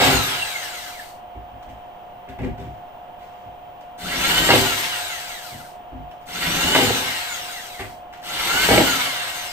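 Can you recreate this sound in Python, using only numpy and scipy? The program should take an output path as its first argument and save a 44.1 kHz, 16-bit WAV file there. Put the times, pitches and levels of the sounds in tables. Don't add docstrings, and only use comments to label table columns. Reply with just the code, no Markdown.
import sys
import numpy as np
from scipy import signal
from scipy.fft import rfft, irfft, next_fast_len
from scipy.io import wavfile

SR = 44100
rng = np.random.default_rng(int(sys.argv[2]) if len(sys.argv) > 2 else 0)


def dump_mix(stems):
    frames = np.atleast_2d(stems).T
    limited = np.clip(frames, -1, 1)
    pcm = np.round(limited * 32767).astype(np.int16)
    wavfile.write(sys.argv[1], SR, pcm)


N = 419832
TIME = np.arange(N) / SR
EDGE_HZ = 15550

# pressed at in seconds, released at in seconds, free speed in turns/s,
# spin-up time in seconds, coasting time in seconds.
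PULLS = [(-.532, .069, 335, .191, 1.145), (3.972, 4.591, 327.8, .158, 1.202),
         (6.254, 6.827, 322.9, .185, 1.232), (8.21, 8.79, 338.5, .175, 1.275)]
# grinding in dB, then three mesh tones under power in dB, and the same tones coasting in dB
MESH_DB = [(1.5, (-2, -1, -5), (-2, -5, 1.5)), (0, (-5, .5, -6), (-4, -3, -2)), (0, (-7, 0, -7),
           (-5, 0, -1)), (.5, (2.5, -3, -7), (2, -2, -5))]
# multiple of rotor speed, level in dB.
GEAR_ORDERS = [(20, -6.5), (25, -8), (30, -7), (34, -9), (40, -9)]
# multiple of rotor speed, level in dB.
BAR_ORDERS = [(24, -9.5), (48, -8.5), (72, -12.5), (96, -16)]
# frequency in Hz, level in dB.
GEARBOX = [(150, -22), (500, -12), (850, -6), (1080, -7), (1300, -1), (1550, 1), (1800, -2), (2150, 1),
           (2480, -5.5), (2850, 1.5), (3250, -1.5), (3700, -2.5), (4300, -7), (5200, -17), (9000, -35)]
BRUSHES = [(1500, -15.5), (3500, -1.5), (4500, 1.5), (5500, -1.5), (7500, -3), (8800, 1), (9700, -15.5),
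           (11500, -3.5), (15500, -6)]
COOLING_AIR = [(30, -33), (100, -2.5), (300, -13.5), (700, 5.5), (1300, -2.5), (3000, -8.5), (8000, -6),
               (15000, -54)]
# frequency in Hz, level in dB.
GEAR_CASE = [(400, -24), (700, -13), (1120, -17), (1280, -4), (1420, 0), (1600, -4.5), (1800, -8),
             (1990, 1), (2170, 2), (2430, -14), (2750, 2.5), (2980, 2), (3200, -3.5), (3700, -1),
             (4200, -1.5), (4700, -7), (5400, -14), (9000, -35)]
# frequency in Hz, level in dB.
VENTS = [(700, -14), (1150, -9), (1450, 2), (1750, 1), (2100, 6.5), (2430, -3), (2800, 2.5), (3300, 0),
         (3850, 4.5), (4600, -4), (5500, 1), (6600, 2), (7600, -2), (8500, -2), (10000, -11), (11600, 2),
         (13000, -7), (15000, -12)]
# rubbing at working speed in
# relative dB, its power of speed, rush at working speed in relative dB, its power of speed.
GRIND_LAW = (-28, 1.14, -25, 2.5)
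HISS_LAW = (-34, 0.59, -26, 4)
FULL_SPEED = 320
DRIVEN_DB = 1.5
STRAIN_DB = 2.5
PULSE_HZ = 100


def drill(pull, grind_db, powered_db, coasting_db, air_db=-30, grain_db=3, throb=0.17, buzz=0.41):
    t, speed = rotor(*pull)
    n = len(t)
    driven = t < pull[1]
    pace = speed / FULL_SPEED
    turns = np.cumsum(speed * (1 + .005 * wander(n, 250))) / SR

    push_db = driven * (DRIVEN_DB + STRAIN_DB * (1 - pace))
    gears = loudness(pace, *GRIND_LAW) * amp(grind_db + push_db - 1)
    pulsing = 1 + buzz * driven * np.cos(2 * np.pi * PULSE_HZ * t)
    brushes = loudness(pace, *HISS_LAW) * pulsing

    bunching = (1 + throb * np.cos(2 * np.pi * turns)) * amp(1.5 * wander(n, 69.63))
    rubbing = np.sqrt(.7) * rng.standard_normal(n) + np.sqrt(.15 * pace) * worn(turns)
    meshing = 1 + .5 * np.cos(2 * np.pi * 5 * turns)
    teeth = rubbing * amp(grain_db * wander(n, 1500)) * bunching * meshing
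    bars = rng.standard_normal(n) * amp(2.0 * wander(n, 2500)) * bunching
    air = unit(colour(rng.standard_normal(n), COOLING_AIR)) * amp(air_db) * pace ** 1.61
    scraping = gears * unit(colour(teeth, GEARBOX)) + brushes * unit(colour(bars, BRUSHES)) + air

    mesh_orders = [(order, np.where(driven, on, off))
                   for order, on, off in zip((5, 10, 15), powered_db, coasting_db)]
    mesh = .62 * colour(tones([*mesh_orders, *GEAR_ORDERS], turns, speed), GEAR_CASE)
    commutator = 1.25 * colour(tones(BAR_ORDERS, turns, speed), VENTS)
    slow_lift = amp(np.where(driven, 2, 4.5) * (1 - pace))
    singing = (gears * mesh + brushes * commutator) * slow_lift
    return t[0], scraping, singing


FRICTION_SPEED = 190


def rotor(pressed, released, free_speed, spin_up, coast):
    top = free_speed * (1 - np.exp((pressed - released) / spin_up))
    stopped = released + coast * np.log(1 + top / FRICTION_SPEED)
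    t = np.arange(pressed, stopped, 1 / SR)
    rising = free_speed * (1 - np.exp((pressed - t) / spin_up))
    coasting = (top + FRICTION_SPEED) * np.exp((released - t) / coast) - FRICTION_SPEED
    return t, np.maximum(np.where(t < released, rising, coasting), 0)


CRAWL_SPEED = 20


def loudness(pace, rub_db, rub_power, rush_db, rush_power):
    turning = np.tanh(pace * FULL_SPEED / CRAWL_SPEED)
    return turning * np.hypot(amp(rub_db) * pace ** rub_power, amp(rush_db) * pace ** rush_power)


def worn(turns, count=44, size=2048):
    phases = np.exp(2j * np.pi * rng.random((3, count)))
    marks = irfft(np.c_[np.zeros((3, 1)), phases], size)
    place = turns % 1 * size
    return unit(sum(wander(len(turns), 15) * np.interp(place, np.arange(size), row) for row in marks))


def tones(orders, turns, speed):
    n = len(turns)
    total = np.zeros(n)
    for order, db in orders:
        level = amp(db - 1.3 + 1.8 * wander(n, 30) + 3.2 * wander(n, 160))
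        wave = np.cos(2 * np.pi * (order * turns + rng.random()))
        total += level * wave * (order * speed < EDGE_HZ)
    return total


# start in seconds, length in seconds, relative
# level in dB, hardness in Hz, fade over the length in dB, rumble of the thread before in relative dB,
# loose screw after in relative dB.
SLIPS = [(0, 0.12, -16.5, 1400, 4.5, -32, -31.5), (4.489, 0.073, -15.5, 900, 1.5, -30.5, -29.5),
         (6.747, .06, -20, 1530, 9, -30.5, -25.5), (8.686, 0.12, -16.5, 500, 2, -36, -30.5)]
LOOSE_S, LOOSE_HZ, LOOSE_FADE_DB = 0.31, 288, 24


def screw(pressed, s, length, db, hard_hz, fade_db, thread_db, loose_db):
    return [thread(pressed, s, thread_db),
            rattle(s, length, db, hard_hz, fade_db),
            rattle(s + length, LOOSE_S, loose_db, LOOSE_HZ, LOOSE_FADE_DB)]


# frequency in Hz, level in dB.
THREAD_COLOUR = [(30, -7), (90, -8.5), (150, 1), (230, -6), (300, -1.5), (480, -10.5), (1500, -34.5)]
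THREAD_SWELL_DB = 13.5
THREAD_RISE_S = 0.13


def thread(start, end, db, lumpy_db=3):
    n = round((end - start) * SR)
    swell = amp(THREAD_SWELL_DB * np.linspace(-1, 0, n) + lumpy_db * wander(n, 40.5))
    swell *= np.minimum(np.arange(n) / SR / THREAD_RISE_S, 1)
    return start, amp(db) * unit(colour(rng.standard_normal(n) * swell, THREAD_COLOUR))


# frequency in Hz, level in dB.
RATTLE_COLOUR = [(30, -14), (55, -6), (100, 0.5), (160, 0.5), (260, 2), (450, 1), (900, 4), (1600, 2.5),
                 (2150, 7.5), (2800, 10.5), (4000, 11.5)]


def rattle(s, length, db, hard_hz, fade_db, per_s=190, spread_db=6, rub=0.037):
    n = round(length * SR)
    at = np.cumsum(np.r_[0, rng.uniform(.35, 1.65, 200)]) * SR / per_s
    size = amp(spread_db * rng.uniform(-0.55, 1, len(at))) * rng.choice([-1, 1], len(at))
    size[0] = amp(spread_db)
    force = rub * rng.standard_normal(n)
    force[at[at < n].astype(int)] += size[at < n]
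    fading = force * amp(-fade_db * np.arange(n) / n)
    sound = signal.fftconvolve(soften(fading, hard_hz), cabinet_ring())
    sound = colour(sound, RATTLE_COLOUR)
    return s, amp(db) * sound / np.sqrt(np.sum(sound ** 2) / n)


# start in seconds, relative level in dB, centre of the knock in Hz.
KNOCKS = [(.013, -17.5, 650), (.033, -14.5, 550), (.074, -17.5, 450), (4.489, -14.5, 1000),
          (4.504, -9.5, 804), (4.533, -11.5, 553), (4.556, -19, 328), (6.749, -15, 950),
          (6.759, -14.5, 700), (6.785, -15, 380), (6.803, -22, 300), (6.822, -24, 300), (6.865, -23, 500),
          (6.903, -20.5, 300), (8.686, -21, 600), (8.707, -13.5, 300), (8.727, -14, 430),
          (8.744, -16.5, 270), (8.777, -9, 400), (8.803, -13, 230)]
KNOCK_SCUFF_S, KNOCK_DAMP_S = 0.0037, 0.02


def knock(s, db, centre_hz, skid=.12, width=1.75):
    t = np.arange(SR // 20) / SR
    force = skid * rng.standard_normal(len(t)) * np.exp(-t / KNOCK_SCUFF_S)
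    force[0] += 1
    ring = cabinet_ring()
    ring = ring * np.exp(-np.arange(len(ring)) / SR / KNOCK_DAMP_S)
    contact = signal.butter(1, [centre_hz / width, centre_hz * width], "band", fs=SR)
    struck = signal.lfilter(*contact, signal.fftconvolve(force, ring))
    sound = colour(struck, RATTLE_COLOUR)
    return s, amp(db) * sound / np.sqrt(np.sum(sound ** 2) / (SR / 100))


# frequency in Hz, level in dB, 60 dB decay time in seconds.
CABINET = [(57, -6, 0.16), (92, -7, 0.12), (110.5, -1.5, 0.21), (150, -4.5, 0.17), (206, -7, 0.15),
           (239.3, -3.5, 0.12), (263.2, -2, 0.16), (306.4, -4.5, 0.12), (379.7, 0.5, 0.1),
           (501.6, 3, 0.076), (636, 2, 0.068), (811.5, 3.5, 0.072), (948, 0, 0.051), (1168, -4, 0.078),
           (1647, -1.5, 0.042), (2000, 5.5, 0.021), (2280, 1.5, 0.023)]
# frequency in Hz, level in dB.
PANELS = [(30, -26), (70, -1), (120, 2), (250, 6.5), (450, 2), (850, -2.5), (1500, -2.5), (2500, 0.5),
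          (4000, -1), (9000, -22)]


def cabinet_ring(panel_db=-3, panel_t60=0.12):
    t = np.arange(SR // 3) / SR
    modes = np.zeros(len(t))
    for k, (hz, db, t60) in enumerate(CABINET):
        modes += (-1) ** k * amp(db - 60 * t / t60) * np.sin(2 * np.pi * hz * t)
    panels = colour(rng.standard_normal(len(t)), PANELS) * amp(-60 * t / panel_t60)
    return unit(modes) + amp(panel_db) * unit(panels)


# start in seconds, relative level in dB, hardness in Hz, scuffing time in seconds.
BUMPS = [(0.131, -24, 110, 0.014), (1.351, -37, 190, 0.016), (1.509, -42.5, 70, 0.058),
         (1.67, -39.5, 200, 0.037), (2.275, -37.5, 600, 0.049), (2.388, -30.5, 644, 0.012),
         (2.405, -28, 150, 0.0089), (2.433, -23.5, 394, 0.019), (2.467, -27.5, 170, 0.02),
         (2.579, -32, 200, 0.068), (2.666, -38, 151, 0.016), (3.45, -44, 250, 0.019),
         (4.582, -28, 110, .025), (5.519, -38, 120, .041), (5.918, -31.5, 130, 0.057),
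         (7.793, -30, 2000, 0.021), (7.812, -36, 447, 0.012), (7.833, -39, 300, .01)]
# frequency in Hz, level in dB.
BUMP_COLOUR = [(25, -4), (58, 9.5), (85, 6), (120, 0.5), (210, 6.5), (300, -0.5), (420, -4), (700, -3),
               (1400, 0), (2200, 8.5), (4000, -2)]


def bump(s, db, hard_hz, scuff):
    t = np.arange(SR // 4) / SR
    force = 0.07 * rng.standard_normal(len(t)) * np.exp(-t / scuff)
    force[0] += 1
    padded = soften(soften(force, hard_hz), 7 * hard_hz)
    sound = colour(signal.fftconvolve(padded, cabinet_ring()), BUMP_COLOUR)
    return s, amp(db) * sound / np.sqrt(np.sum(sound ** 2) / (0.045 * SR))


# start in seconds, relative level in dB, scraping time in seconds.
TICKS = [(1.626, -43, .0088), (1.689, -51, .05), (2.288, -44, 0.021), (2.387, -42, 0.014),
         (2.419, -41, 0.0052), (2.435, -42, 0.022), (2.58, -47.5, 0.1), (3.19, -53.5, .21),
         (3.809, -42, 0.0096), (6.112, -42, .009), (6.212, -50, .02), (7.793, -35, .04),
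         (8.1268, -41.5, 0.05)]
# frequency in Hz, level in dB.
TICK_COLOUR = [(500, -12), (1500, 14), (2800, 11.5), (4500, 2), (8000, -2.5), (10000, -14), (13000, -2),
               (15500, -34)]


def tick(s, db, scrape):
    t = np.arange(SR // 3) / SR
    rough = rng.standard_normal(len(t)) * amp(4.6 * wander(len(t), 900))
    grit = unit(colour(rough, TICK_COLOUR))
    return s, amp(db) * grit * np.exp(-t / scrape)


# frequency in Hz, level in dB.
WHINE = [(506, -57.5), (630, -58), (716, -39), (2869, -65.5), (3187, -61), (15052, -76), (15151, -80),
         (15251, -63.5)]
# frequency in Hz, level in dB.
FLOOR = [(20, -0.5), (150, -6.5), (300, -6.5), (480, -7), (620, 2.5), (720, 4.5), (850, 3), (1300, -10),
         (2200, -17), (2900, -15.5), (4500, -32.5), (9500, -39), (12000, -43.5), (15500, -32)]
FLOOR_DB = -42.5


def fan():
    arrival = TIME - np.array([[.0002], [0]])
    whine = np.zeros((2, N))
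    for hz, db in WHINE:
        level = amp(db + wander(N, 25))
        whine += level * np.sin(2 * np.pi * hz * arrival + 0.19 * wander(N, 30))
    air = unit(colour(pair(rng.standard_normal((2, N))), FLOOR))
    return whine + amp(FLOOR_DB) * air


def room(x, wet_db=0, t60=.3):
    t = np.arange(SR // 2) / SR
    out = np.zeros((2, N))
    for k in range(3):
        tail = pair(rng.standard_normal((2, len(t)))) * amp(-60 * t / t60) * (t > .002)
        response = amp(wet_db) * tail / np.linalg.norm(tail[0])
        response[0, 5] += 1
        response[1, 0] += 1
        response /= np.linalg.norm(response[0])
        turn = (TIME / .8 + k) % 3
        share = np.sin(np.pi * turn / 2) ** 2 * (turn < 2)
        out += signal.oaconvolve((x * share ** .7)[None], response, axes=1)[:, :N]
    return out


# frequency in Hz, likeness from 0 to 1.
LIKENESS = [(60, 0.57), (130, 1), (260, 0.45), (600, 0.55), (1100, 0), (15000, 0.68)]


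def pair(x):
    n = x.shape[1]
    like = np.clip(read(LIKENESS, np.fft.rfftfreq(n, 1 / SR)), -1, 1)
    mid, side = rfft(x) * np.sqrt([(1 + like) / 2, (1 - like) / 2])
    return irfft([mid + side, mid - side], n)


def amp(db):
    return 10 ** (np.asarray(db) / 20)


def unit(x):
    return x / np.sqrt(np.mean(x ** 2) + 1e-20)


def read(points, hz):
    f, value = np.transpose(points)
    return np.interp(np.log(hz + 1), np.log(f + 1), value)


def colour(x, points):
    n = x.shape[-1]
    size = next_fast_len(n + 2000)
    gain = amp(read(points, np.fft.rfftfreq(size, 1 / SR)))
    return irfft(rfft(x, size) * gain, size)[..., :n]


def wander(n, hz):
    knots = np.arange(n) * hz / SR
    count = int(knots[-1]) + 2
    return unit(np.interp(knots, np.arange(count), rng.standard_normal(count)))


def soften(x, hz):
    return signal.lfilter(*signal.butter(1, min(hz, SR / 3), fs=SR), x)


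def add(mix, s, sound):
    at = round(s * SR)
    sound = sound[max(-at, 0):]
    part = mix[max(at, 0):][:len(sound)]
    part += sound[:len(part)]


def scene():
    scrape, song, wood, blows, metal = np.zeros((5, N))
    for pull, seat_db, slip in zip(PULLS, MESH_DB, SLIPS):
        s, scraping, singing = drill(pull, *seat_db)
        add(scrape, s, scraping)
        add(song, s, singing)
        for stage in screw(s, *slip):
            add(wood, *stage)
    for row in KNOCKS:
        add(blows, *knock(*row))
    for row in BUMPS:
        add(wood, *bump(*row))
    for row in TICKS:
        add(metal, *tick(*row))
    motor = room(scrape, wet_db=5.5, t60=0.25) + room(song, wet_db=-1, t60=.22)
    knocks = room(blows, wet_db=-2, t60=.22)
    cabinet = room(wood, wet_db=2.5, t60=0.3)
    clicks = room(metal, wet_db=1.5, t60=.33)
    return amp(2.5) * motor + knocks + cabinet + clicks + fan()


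# frequency in Hz, left minus right in dB.
BALANCE_DB = [(100, -1), (300, 2.5), (700, -1.5), (1500, 0.5), (3200, -1.5), (4500, 1.5), (6000, 10.5),
              (8300, 27), (10500, 6.5), (15000, 13)]


def record(dry):
    hz = np.fft.rfftfreq(N, 1 / SR)
    lean = amp(read(BALANCE_DB, hz))
    microphones = np.array([lean, np.ones_like(lean)]) / np.sqrt((1 + lean ** 2) / 2)
    heard = np.clip(irfft(rfft(dry) * microphones, N), -.95, .95)
    band_limit = signal.firwin(801, EDGE_HZ, window=("kaiser", 9), fs=SR)
    return signal.oaconvolve(heard, band_limit[None], "same")


dry = scene()
out = record(dry)
dump_mix(out)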